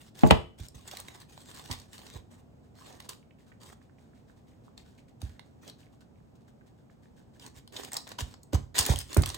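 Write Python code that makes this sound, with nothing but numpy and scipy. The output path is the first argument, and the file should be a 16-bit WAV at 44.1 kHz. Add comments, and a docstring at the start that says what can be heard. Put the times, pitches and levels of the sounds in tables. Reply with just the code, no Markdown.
"""Dough is folded on baking paper: hands and dough brush over the sheet, creases snap, and the soft
dough squishes between the fingers and flops onto the kitchen table. At the start a wooden rolling pin
is put down and rings. The table top carries each thump to a phone that stands on it, close by.
The room is small, with a short tail and a low ventilation hum."""
import sys
import numpy as np
from scipy import signal
from scipy.fft import rfft, irfft, next_fast_len
from scipy.io import wavfile
from scipy.ndimage import uniform_filter1d

SR = 44100
rng = np.random.default_rng(int(sys.argv[2]) if len(sys.argv) > 2 else 0)


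def to_wav(s):
    """Save 16-bit WAV."""
    ch = np.atleast_2d(s).T  # columns
    pcm = np.round(np.clip(ch, -1, 1) * 32767)  # PCM
    wavfile.write(sys.argv[1], SR, pcm.astype(np.int16))


N = 413216

# Hands and dough sliding over the paper. Each row: start, attack and length in seconds, hiss level in dB,
# swell over the stroke in dB, rustle level relative to the hiss in dB.
PAPER_STROKES = [(0, .005, 0.089, -62.5, 1, -7), (0.143, .01, .15, -51.5, 8, -5),
                 (0.577, 0.011, 0.091, -55, -2.5, -8), (0.742, 0.0088, 0.13, -62.5, -9.5, -3.5),
                 (0.842, 0.022, 0.39, -57.5, -5, 0.5), (1.265, 0.037, 0.25, -60.5, 6, -7),
                 (1.465, 0.026, 0.39, -58, -7.5, -1.5), (1.696, .02, 0.04, -49.5, -4, 4),
                 (1.872, .09, 0.27, -56, -0.5, -5), (2.118, .02, 0.075, -57.5, -4.5, 1),
                 (2.302, 0.017, .11, -67.5, -19.5, 4), (2.737, 0.076, 0.33, -61, -0.5, 1.5),
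                 (3.086, 0.0041, 0.052, -50.5, -8.5, -7.5), (3.599, 0.0092, 0.13, -58.5, 3.5, -1.5),
                 (5.611, .04, 0.083, -58.5, 2, -0.5), (7.397, .03, .085, -58, 2, -1.5),
                 (7.539, 0.016, 0.051, -57.5, -1, 0), (7.719, 0.052, 0.17, -48.5, -11.5, -0.5),
                 (7.905, .035, 0.068, -44.5, 5, 2.5), (8.058, .025, 0.063, -53.5, 4, 1.5),
                 (8.181, 0.0066, 0.031, -39.5, 2.5, -7), (8.253, 0.021, 0.079, -64.5, 0, -1),
                 (8.523, 0.021, 0.029, -41, -3, -0.5), (8.742, .018, 0.19, -36.5, -6, -3.5),
                 (8.778, 0.0073, 0.031, -24, -6.5, -10), (8.955, 0.021, 0.058, -43.5, -3, -8),
                 (9.06, .06, .31, -50.5, 1, 0)]
# The bright hiss of friction. Each row: frequency in Hz, level in dB.
HISS_SPECTRUM = [(700, -17), (1500, 1), (2200, -1.5), (3700, 4), (5500, -1.5), (8000, -1), (10000, -3),
                 (13000, -9), (16000, -11.5)]
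# The darker rustle of the sheet. Each row: frequency in Hz, level in dB.
RUSTLE_SPECTRUM = [(120, -11.5), (300, 3.5), (600, 0.5), (1150, 1.5), (1450, -10), (1900, -3),
                   (3000, -26.5), (6000, -46)]


def undb(db):
    """Decibels to gain."""
    return 10 ** (np.asarray(db) / 20)


def unit(x):
    """Scale to rms 1."""
    return x / np.sqrt(np.mean(x ** 2))


def add(out, start, x):
    """Mix x into out from start (seconds) on."""
    i = max(int(start * SR), 0)
    part = out[..., i:i + x.shape[-1]]
    part += x[..., :part.shape[-1]]


def shape(points, hz):
    """A spectrum's level in dB at the given frequencies."""
    point_hz, db = np.transpose(points)
    return np.interp(np.log(hz + 1), np.log(point_hz), db)


def colour(x, points, extra=lambda hz: 0):
    """Minimum-phase EQ with the given spectrum plus an extra curve in dB."""
    size = 2 * next_fast_len(x.shape[-1] // 2 + 1024)
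    hz = np.arange(size // 2 + 1) * SR / size + 1
    cepstrum = irfft((shape(points, hz) + extra(hz)) * np.log(10) / 20)
    cepstrum[1:size // 2] *= 2
    cepstrum[size // 2 + 1:] = 0
    return irfft(rfft(x, size) * np.exp(rfft(cepstrum)))[..., :x.shape[-1]]


def contact(hz, edge_hz):
    """Roll-off in dB: a contact of finite length pushes little above its bandwidth."""
    return -10 * np.log10(1 + (hz / edge_hz) ** 2)


def drift(rate_hz):
    """A random control curve with a spread near 1."""
    knots = np.arange(0, N / SR + 1, 1 / rate_hz)
    return np.interp(np.arange(N) / SR, knots, rng.standard_normal(len(knots)))


def grains(size, share, spread_db, alike=0):
    """Uneven random clicks on a share of the samples; alike is the left-right correlation."""
    strength = undb(spread_db * np.minimum(rng.exponential(size=size), 5))
    common, own = rng.standard_normal(size), rng.standard_normal((2, size))
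    stereo = np.sqrt(alike) * common + np.sqrt(1 - alike) * own
    return stereo * strength * (rng.random(size) < share)


def pan(x, right_db):
    """Balance a sound so that the right channel gains right_db over the left."""
    return x * undb(np.array([[-right_db], [right_db]]) / 2)


def ventilation(level_db=-56.5):
    """Moving air hums low and wavers slightly; its bass is nearly mono."""
    # The hum of the air. Each row: frequency in Hz, level in dB.
    hum_spectrum = [(20, -30), (40, -14), (70, -2), (130, -0.5), (190, -5.5), (240, -3.5), (320, -12),
                    (500, -16), (780, -19.5), (1100, -28), (2000, -37.5), (4500, -44), (8000, -45.5),
                    (11000, -51), (16000, -52)]
    side_eq = [(60, -16.0), (250, -1.5), (700, 0.0), (3000, 2.0)]
    mid = colour(rng.standard_normal(N), hum_spectrum)
    side = colour(rng.standard_normal(N), hum_spectrum, lambda hz: shape(side_eq, hz))
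    air = unit(np.array([mid + side, mid - side])) * undb(level_db + .8 * drift(3.9))
    return pan(air, right_db=1.2)


def kitchen(x, wet_db, t60, size=22050):
    """Cupboards and walls add a short diffuse tail, different on each side and duller in the treble."""
    t = np.arange(size) / SR
    onset = 1 - np.exp(-(t / 0.00086) ** 2)
    tail = grains(size, share=0.4, spread_db=-2.0) * undb(-60 * t / t60) * onset
    tail = colour(unit(tail) / np.sqrt(size), [(60, -8), (300, 0), (5000, 0), (16000, -6)])
    return x + undb(wet_db) * signal.fftconvolve(x, tail, axes=1)[:, :N]


def table_thump(edge_hz, size=32768):
    """High bending waves cross the table top faster, so a blow arrives as a falling chirp, then booms."""
    # The table top's response to a blow. Each row: frequency in Hz, level in dB.
    table_spectrum = [(18, -56.5), (33, -38.5), (47, -11.5), (65, -4), (90, -2.5), (125, -10), (170, -20),
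                      (300, -25.5), (600, -25.5), (1200, -35.5), (4000, -57)]
    hz, t = np.arange(size // 2 + 1) * SR / size, np.arange(size) / SR
    delay = .27 * np.maximum(1 / np.sqrt(hz + 1) - 1 / np.sqrt(2100), 0)
    phase = 2 * np.pi * np.cumsum(delay) * SR / size
    chirp = -irfft(undb(shape(table_spectrum, hz) + contact(hz, edge_hz)) * np.exp(-1j * phase))
    boom = sum(np.sin(2 * np.pi * (f * t + rng.random())) for f in (56, 72.1, 83.4, 94.5, 130.3))
    boom_envelope = (1 - np.exp(-(t / 0.016) ** 2)) * undb(-60 * t / 0.39)
    return chirp / np.abs(chirp).max() + undb(-14) * boom * boom_envelope


def rolling_pin(size=32768):
    """Wood on wood: a short crack and clatter, hollow ringing modes and a thump in the table."""
    # The pin's two ends meeting the table. Each row: start in seconds, blow level in dB,
    # contact bandwidth in Hz, ring level in dB, thump level in dB.
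    knocks = [(0.2337, -15, 1200, -18.5, -27), (.263, -30, 1100, -40, -35.5),
              (0.3024, -27, 2500, -49.5, -45.5), (0.3076, -11, 5000, -21.5, -17.5)]
    # Modes of the pin and table top. Each row: frequency in Hz, level in dB, 60 dB decay in seconds.
    wood_modes = [(131.7, -3.5, 0.22), (150.5, 9, 0.2), (219, 0.5, .17), (251, 4, .11), (350, -3, 0.25),
                  (440, -10, 0.32), (523.2, -13.5, 0.15), (632.7, 4, 0.17), (810.4, 1, 0.14),
                  (862, -2.5, 0.18), (994, -7.5, .17), (1127, -1, 0.13), (1306, -16.5, 0.13),
                  (1710, -10, .14), (2000, -10, .15), (2277, -17.5, .2), (2640, -14.5, 0.14),
                  (2806, -9, 0.12), (2630, -11, .15), (2840, -18.5, .36), (2958, -16.5, 0.42),
                  (3005, -17, .42), (3160, -13.5, .18), (3627, -17, .09), (4040, -21, .14), (4760, -27, .2),
                  (5020, -28.5, .21)]
    # The clack of the blow. 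Each row: frequency in Hz, level in dB.
    clack_spectrum = [(25, -59), (60, -26), (130, 4), (230, 6.5), (370, -3.5), (640, 1), (950, 0.5),
                      (1400, -9.5), (2000, -5.5), (2800, -4), (4200, -9), (6000, -17.5), (8000, -11.5),
                      (11000, -10), (16000, -12)]
    out, t = np.zeros((2, N)), np.arange(size) / SR
    for start, blow_db, edge_hz, ring_db, thump_db in knocks:
        soften = lambda hz: 2.3 * contact(hz, edge_hz)
        crack = rng.standard_normal((2, size)) * (1 - np.exp(-t / 0.0011)) * np.exp(-t / 0.0033)
        crack = colour(crack, clack_spectrum, soften)
        clatter = rng.standard_normal((2, size)) * np.exp(-t / 0.016)
        clatter = colour(clatter, clack_spectrum, lambda hz: soften(hz) + contact(hz, 900))
        blow = (unit(crack) * undb(-17) + unit(clatter) * undb(-20)) * undb(blow_db)
        phases = rng.uniform(0, 2 * np.pi, (len(wood_modes), 2, 1))  # per mode and channel
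        ring = sum(undb(db + soften(hz) - 60 * t / t60) * np.sin(2 * np.pi * hz * t + phase)
                   for (hz, db, t60), phase in zip(wood_modes, phases))
        ring *= undb(ring_db) * (1 - np.exp(-t / .0007))
        add(out, start, blow + ring + undb(thump_db) * table_thump(edge_hz=900))
    return pan(out, right_db=0.5)


def dough_squishes(size=4096):
    """Small wet ticks: a few tacky releases ring a pocket of air between finger and dough."""
    # Dough parting from the fingers. Each row: start in seconds, level in dB, pitch in Hz.
    partings = [(3.228, -78, 2370), (3.307, -74.5, 2430), (3.386, -83, 2410), (3.517, -68.5, 1895),
                (3.815, -76, 1510), (3.895, -78.5, 1550), (3.982, -79, 2260), (4.134, -78.5, 1500),
                (4.298, -73.5, 1440), (4.68, -70, 1123), (4.991, -79.5, 2580), (5.3, -76, 1730),
                (5.392, -71, 1700), (5.356, -77, 1560), (5.83, -77.5, 2680), (5.865, -79, 2080),
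                (6.155, -85, 2280), (6.202, -82, 1550), (6.48, -79, 1570), (6.61, -73, 1536),
                (6.898, -76, 1550), (7.055, -80.5, 1540)]
    out, t = np.zeros((2, N)), np.arange(size) / SR
    for start, db, hz in partings:
        releases = grains(size, share=.03, spread_db=-1.5, alike=0.14) * np.exp(-t / 0.0041)
        pocket = np.sin(2 * np.pi * hz * t) * t * np.exp(-t / 0.00031)
        tick = signal.fftconvolve(releases, pocket[None], axes=1)[:, :size]
        add(out, start, unit(tick) * undb(db))
    return pan(out, right_db=6.0)


def finger_brushes(size=13230, squelch_db=-3.5, rustle_db=-3):
    """A fingertip shifts its grip: skin brushes on flour, the dough yields and drags the sheet a bit."""
    # Grips on the floury dough. Each row: start in seconds, level in dB, swell time in seconds.
    grips = [(2.63, -76.5, .02), (3.38, -71.5, 0.024), (3.46, -68.5, .02), (3.81, -73.5, 0.017),
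             (3.975, -73.5, 0.037), (4.14, -73, 0.026), (4.27, -72.5, .02), (4.36, -73, .015),
             (4.465, -72.5, .025), (4.635, -72, 0.018), (4.769, -63, 0.017), (4.84, -68.5, 0.035),
             (4.975, -66.5, .012), (5.08, -69, 0.0074), (5.2, -61.5, 0.041), (5.44, -76.5, .025),
             (5.78, -66, 0.025), (5.92, -72, 0.012), (6.005, -64.5, 0.0085), (6.17, -80, 0.011),
             (6.35, -69.5, 0.0063), (6.405, -76.5, .008), (6.475, -70.5, 0.0098), (6.66, -69, .012),
             (6.775, -75, 0.014), (6.9, -73, 0.014), (7.02, -72, 0.019), (7.16, -67.5, 0.02),
             (7.33, -70.5, 0.024)]
    out, t = np.zeros((2, N)), np.arange(size) / SR
    treble_tilt = lambda hz: -0.5 * np.log2(np.maximum(hz, 2000) / 2000)
    for start, db, swell in grips:
        dry_grains = grains(size, share=0.3, spread_db=3.5, alike=0.084)
        tacky_grains = grains(size, share=.01, spread_db=1.5, alike=0.16)
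        pocket_hz = 1610 * 2 ** (0.26 * rng.standard_normal())
        pocket_band = lambda hz: -20 * np.log10(1 + (np.log2(hz / pocket_hz) / 0.29) ** 2)
        skin = unit(colour(dry_grains, HISS_SPECTRUM, treble_tilt))
        squelch = unit(colour(tacky_grains, HISS_SPECTRUM, pocket_band))
        rustle = unit(colour(dry_grains, RUSTLE_SPECTRUM))
        touch = skin + undb(squelch_db) * squelch + undb(rustle_db) * rustle
        add(out, start, touch * undb(db) * t / swell * np.exp(1 - t / swell))
    return out


def facet_ripple(hz, depth_db, spacing_hz):
    """The irregular comb of resonances of one small facet of paper, in dB."""
    knots = rng.standard_normal(256)
    return depth_db * np.interp(hz / spacing_hz, np.arange(len(knots)), knots)


def small_creases(count=12, per_second=11, length_ms=1.2):
    """Slides buckle small creases at random, louder under a harder stroke: rows for paper_crinkles."""
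    rows = []
    for start, attack, length, db, _, _ in PAPER_STROKES:
        delays = attack + np.cumsum(rng.exponential(size=count)) / per_second
        for delay, (loud, bright) in zip(delays, rng.standard_normal((count, 2))):
            if delay < length:
                rows.append((start + delay, db - 9.5 + 2 * loud, length_ms, 4.5 * bright))
    return rows


def paper_crinkles(size=4096, facet_hz=3730, facet_spread_oct=0.46):
    """A crease buckles with one snap and a short avalanche of smaller ones; its facet rings briefly."""
    # The loudest creases. Each row: time in seconds, level in dB, length in ms, tilt in dB per octave.
    loud_creases = [(.2726, -50.5, 1.9, 7.5), (.685, -59.5, 1.2, 10), (.8782, -56, 2.3, 3),
                    (.9135, -54, 2, 1), (0.9711, -51, 1.44, 2), (1.0011, -53, 1.7, 9.5),
                    (1.0841, -54.5, 1.34, -2.5), (1.2023, -64, 1, 7), (1.3774, -59, .8, -4),
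                    (1.5962, -58.5, 1.6, -5), (1.7139, -44.5, 3.27, -0.5), (1.7995, -61, 1.5, 5),
                    (3.0028, -56, 1.7, -1.3), (3.0923, -49, 2.35, 5), (4.7778, -59.5, 1.1, -3),
                    (5.2178, -56.5, 1, -0.5), (5.3952, -58.5, 1.12, -4.5), (5.6786, -61, 0.85, 0),
                    (5.6988, -57, 1.2, -3.5), (7.398, -64, 2, -1.5), (7.4638, -58.5, 1.1, 4),
                    (7.6766, -63.5, 0.98, 0), (7.767, -47, 4.96, -1), (7.8353, -53.5, 1.26, -3),
                    (7.919, -53.5, 1, 1), (7.9324, -47, 0.45, 7.5), (7.9426, -48.5, 0.67, 3.5),
                    (7.9681, -40, 1.44, 4), (8.071, -58.5, 2.04, -8.5), (8.1181, -53, 2, -6),
                    (8.1885, -44.5, 2.8, -2.5), (8.2074, -47.5, 0.49, -3), (8.3412, -60, 1.72, -5),
                    (8.4331, -64, 2.4, 11), (8.7896, -28, 3.13, 3), (8.8098, -39, .65, 8),
                    (8.864, -37, 1.5, 11), (8.9373, -47, 0.58, -2.5), (8.9598, -45, 0.78, 1.5),
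                    (8.9889, -44, 0.58, 8), (9.1308, -51, 0.96, 0), (9.1455, -45, 1.4, 10),
                    (9.1703, -39.5, 0.73, 7.5), (9.2215, -45, .7, 9), (9.2358, -43, 0.99, -6.5),
                    (9.26, -42, 0.93, 7), (9.291, -47, .6, 5), (9.3015, -47.5, 0.97, -2),
                    (9.3457, -47.5, 2.3, 0.5)]
    # The snap of the paper. Each row: frequency in Hz, level in dB.
    snap_spectrum = [(60, -37.5), (150, -17), (400, -6.5), (1050, 3.5), (1400, -3.5), (2800, -0.5),
                     (4200, 3), (5800, -0.5), (8000, 1.5), (10000, 1), (13000, -8.5), (16000, -8.5)]
    out, t = np.zeros((2, N)), np.arange(size) / SR
    for time, db, length_ms, tilt in loud_creases + small_creases():
        length = length_ms / 1000
        ring_hz = facet_hz * 2 ** (facet_spread_oct * rng.standard_normal())
        buckle = (1 - np.exp(-t / (.7 * length))) * np.exp(-t / (1.1 * length))
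        avalanche = .045 * np.exp(-t / .009)
        burst = grains(size, share=.6, spread_db=2.0, alike=0.17) * (buckle + avalanche)
        slope = lambda hz: tilt * np.log2(np.clip(hz, 700, 10000) / 4000)
        ring = lambda hz: 7 / (1 + (np.log2(hz / ring_hz) / 0.6) ** 2)
        facet = lambda hz: slope(hz) + ring(hz) + facet_ripple(hz, depth_db=5.0, spacing_hz=253.9)
        snap = colour(burst, snap_spectrum, facet)
        add(out, time - .8 * length, unit(snap) * undb(db))
    return pan(out, right_db=1.0)


def patchy_texture(x, patchy_db, size=512):
    """Random bands of the rubbing noise swell and fade, giving a patchy, shimmering texture."""
    spectra = signal.stft(x, nperseg=size)[2]
    patches = uniform_filter1d(rng.standard_normal(spectra.shape[1:]), size=4, axis=0)  # over frequency
    patches = uniform_filter1d(patches, size=8, axis=1)  # over time
    return signal.istft(spectra * undb(patchy_db * unit(patches)), nperseg=size)[1][:, :N]


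def stroke_envelope(t, attack, length, swell_db, release_s=0.0081):
    """Gain of one slide: an attack, a hold that swells or fades about its middle, and a release."""
    hold = undb(swell_db * (np.clip(t / length, 0, 1) - .5))
    return np.clip(t / attack, 0, 1) * hold * np.exp(-np.maximum(t - length, 0) / release_s)


def paper_rubbing(size=32768):
    """Fibres catch and slip in dense grains and sparse crackles under a hand whose pressure wavers."""
    hiss_power, rustle_power, t = np.zeros(N), np.zeros(N), np.arange(size) / SR
    for start, attack, length, db, swell_db, rustle_db in PAPER_STROKES:
        gain = undb(db) * stroke_envelope(t, attack, length, swell_db)
        add(hiss_power, start, gain ** 2)
        add(rustle_power, start, (gain * undb(rustle_db)) ** 2)
    pressure = undb(4.0 * drift(60) + drift(280))
    fibres = unit(patchy_texture(grains(N, share=0.28, spread_db=-0.5, alike=0.09), patchy_db=3.5))
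    crackles = unit(grains(N, share=.003, spread_db=2.6, alike=.3)) * undb(-5)
    hiss = unit(colour(fibres + crackles, HISS_SPECTRUM)) * np.sqrt(hiss_power)
    sheet = patchy_texture(grains(N, share=.03, spread_db=2.0, alike=0.088), patchy_db=4.5)
    rustle = unit(colour(sheet, RUSTLE_SPECTRUM)) * np.sqrt(rustle_power)
    return (pan(hiss, right_db=-0.5) + pan(rustle, right_db=5.0)) * pressure


def dough_flops(size=8192):
    """Soft dough lands with a fleshy slap, and the table carries the thump to the phone."""
    # Dough and palms landing on the table. Each row: start in seconds, thump level in dB,
    # contact bandwidth in Hz, slap level in dB.
    landings = [(.592, -34, 150, -60), (.742, -41.5, 200, -65), (1.694, -31, 256, -52.5),
                (2.143, -37.5, 220, -64), (5.2206, -28.5, 114, -58), (7.556, -47.5, 200, -72),
                (8.208, -29.5, 120, -54), (8.530, -17.5, 332, -40.5), (8.784, -31.5, 200, -52),
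                (8.887, -14, 210, -41), (9.165, -11.5, 910, -32.5)]
    # The dull slap of dough. Each row: frequency in Hz, level in dB.
    slap_spectrum = [(40, -76), (130, 5.5), (260, 1.5), (600, -10), (1100, -18.5), (2000, -16), (6000, -36),
                     (16000, -47)]
    out, t = np.zeros((2, N)), np.arange(size) / SR
    envelope = (1 - np.exp(-t / 0.00067)) * np.exp(-t / 0.027)
    for start, thump_db, edge_hz, slap_db in landings:
        patches = grains(size, share=0.046, spread_db=0.0, alike=0.18) * envelope
        slap = unit(colour(patches, slap_spectrum, lambda hz: contact(hz, 2 * edge_hz)))
        add(out, start, undb(slap_db) * slap)
        add(out, start, undb(thump_db) * table_thump(edge_hz))
    return pan(out, right_db=4.5)


def scene():
    """Blows on the table and the handling of dough and paper, in the kitchen, over the hum."""
    air = ventilation()
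    blows = kitchen(rolling_pin() + dough_flops(), wet_db=-12.5, t60=0.31)
    handling = paper_rubbing() + dough_squishes() + finger_brushes() + paper_crinkles()
    return kitchen(handling, wet_db=-7.5, t60=0.28) + blows + air


def record(dry, top_hz=16000):
    """The phone gives both channels nearly the same treble, phase-shifted, rounds peaks, cuts the top."""
    # How far the right channel's treble trails the left. Each row: frequency in Hz, lag in radians.
    treble_lag = [(4500, 5.2), (6500, 6.2), (7600, 6.3), (8900, 7.6), (10300, 9.3), (11600, 9.5),
                  (12600, 10.9), (13600, 12.5), (16000, 12.6)]
    left, right = rfft(dry)
    hz = np.arange(len(left)) * SR / N
    blend = np.interp(hz, [4500, 5900, 6500], [0, .5, 1.25])  # crossfade angle in radians
    lag = np.interp(hz, *np.transpose(treble_lag))
    right = np.cos(blend) * right + np.sin(blend) * left * np.exp(-1j * lag)
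    rounded = np.tanh(irfft(np.array([left, right]), N))
    return signal.sosfilt(signal.ellip(10, .2, 80, top_hz, fs=SR, output="sos"), rounded)


dry = scene()
out = record(dry)
to_wav(out)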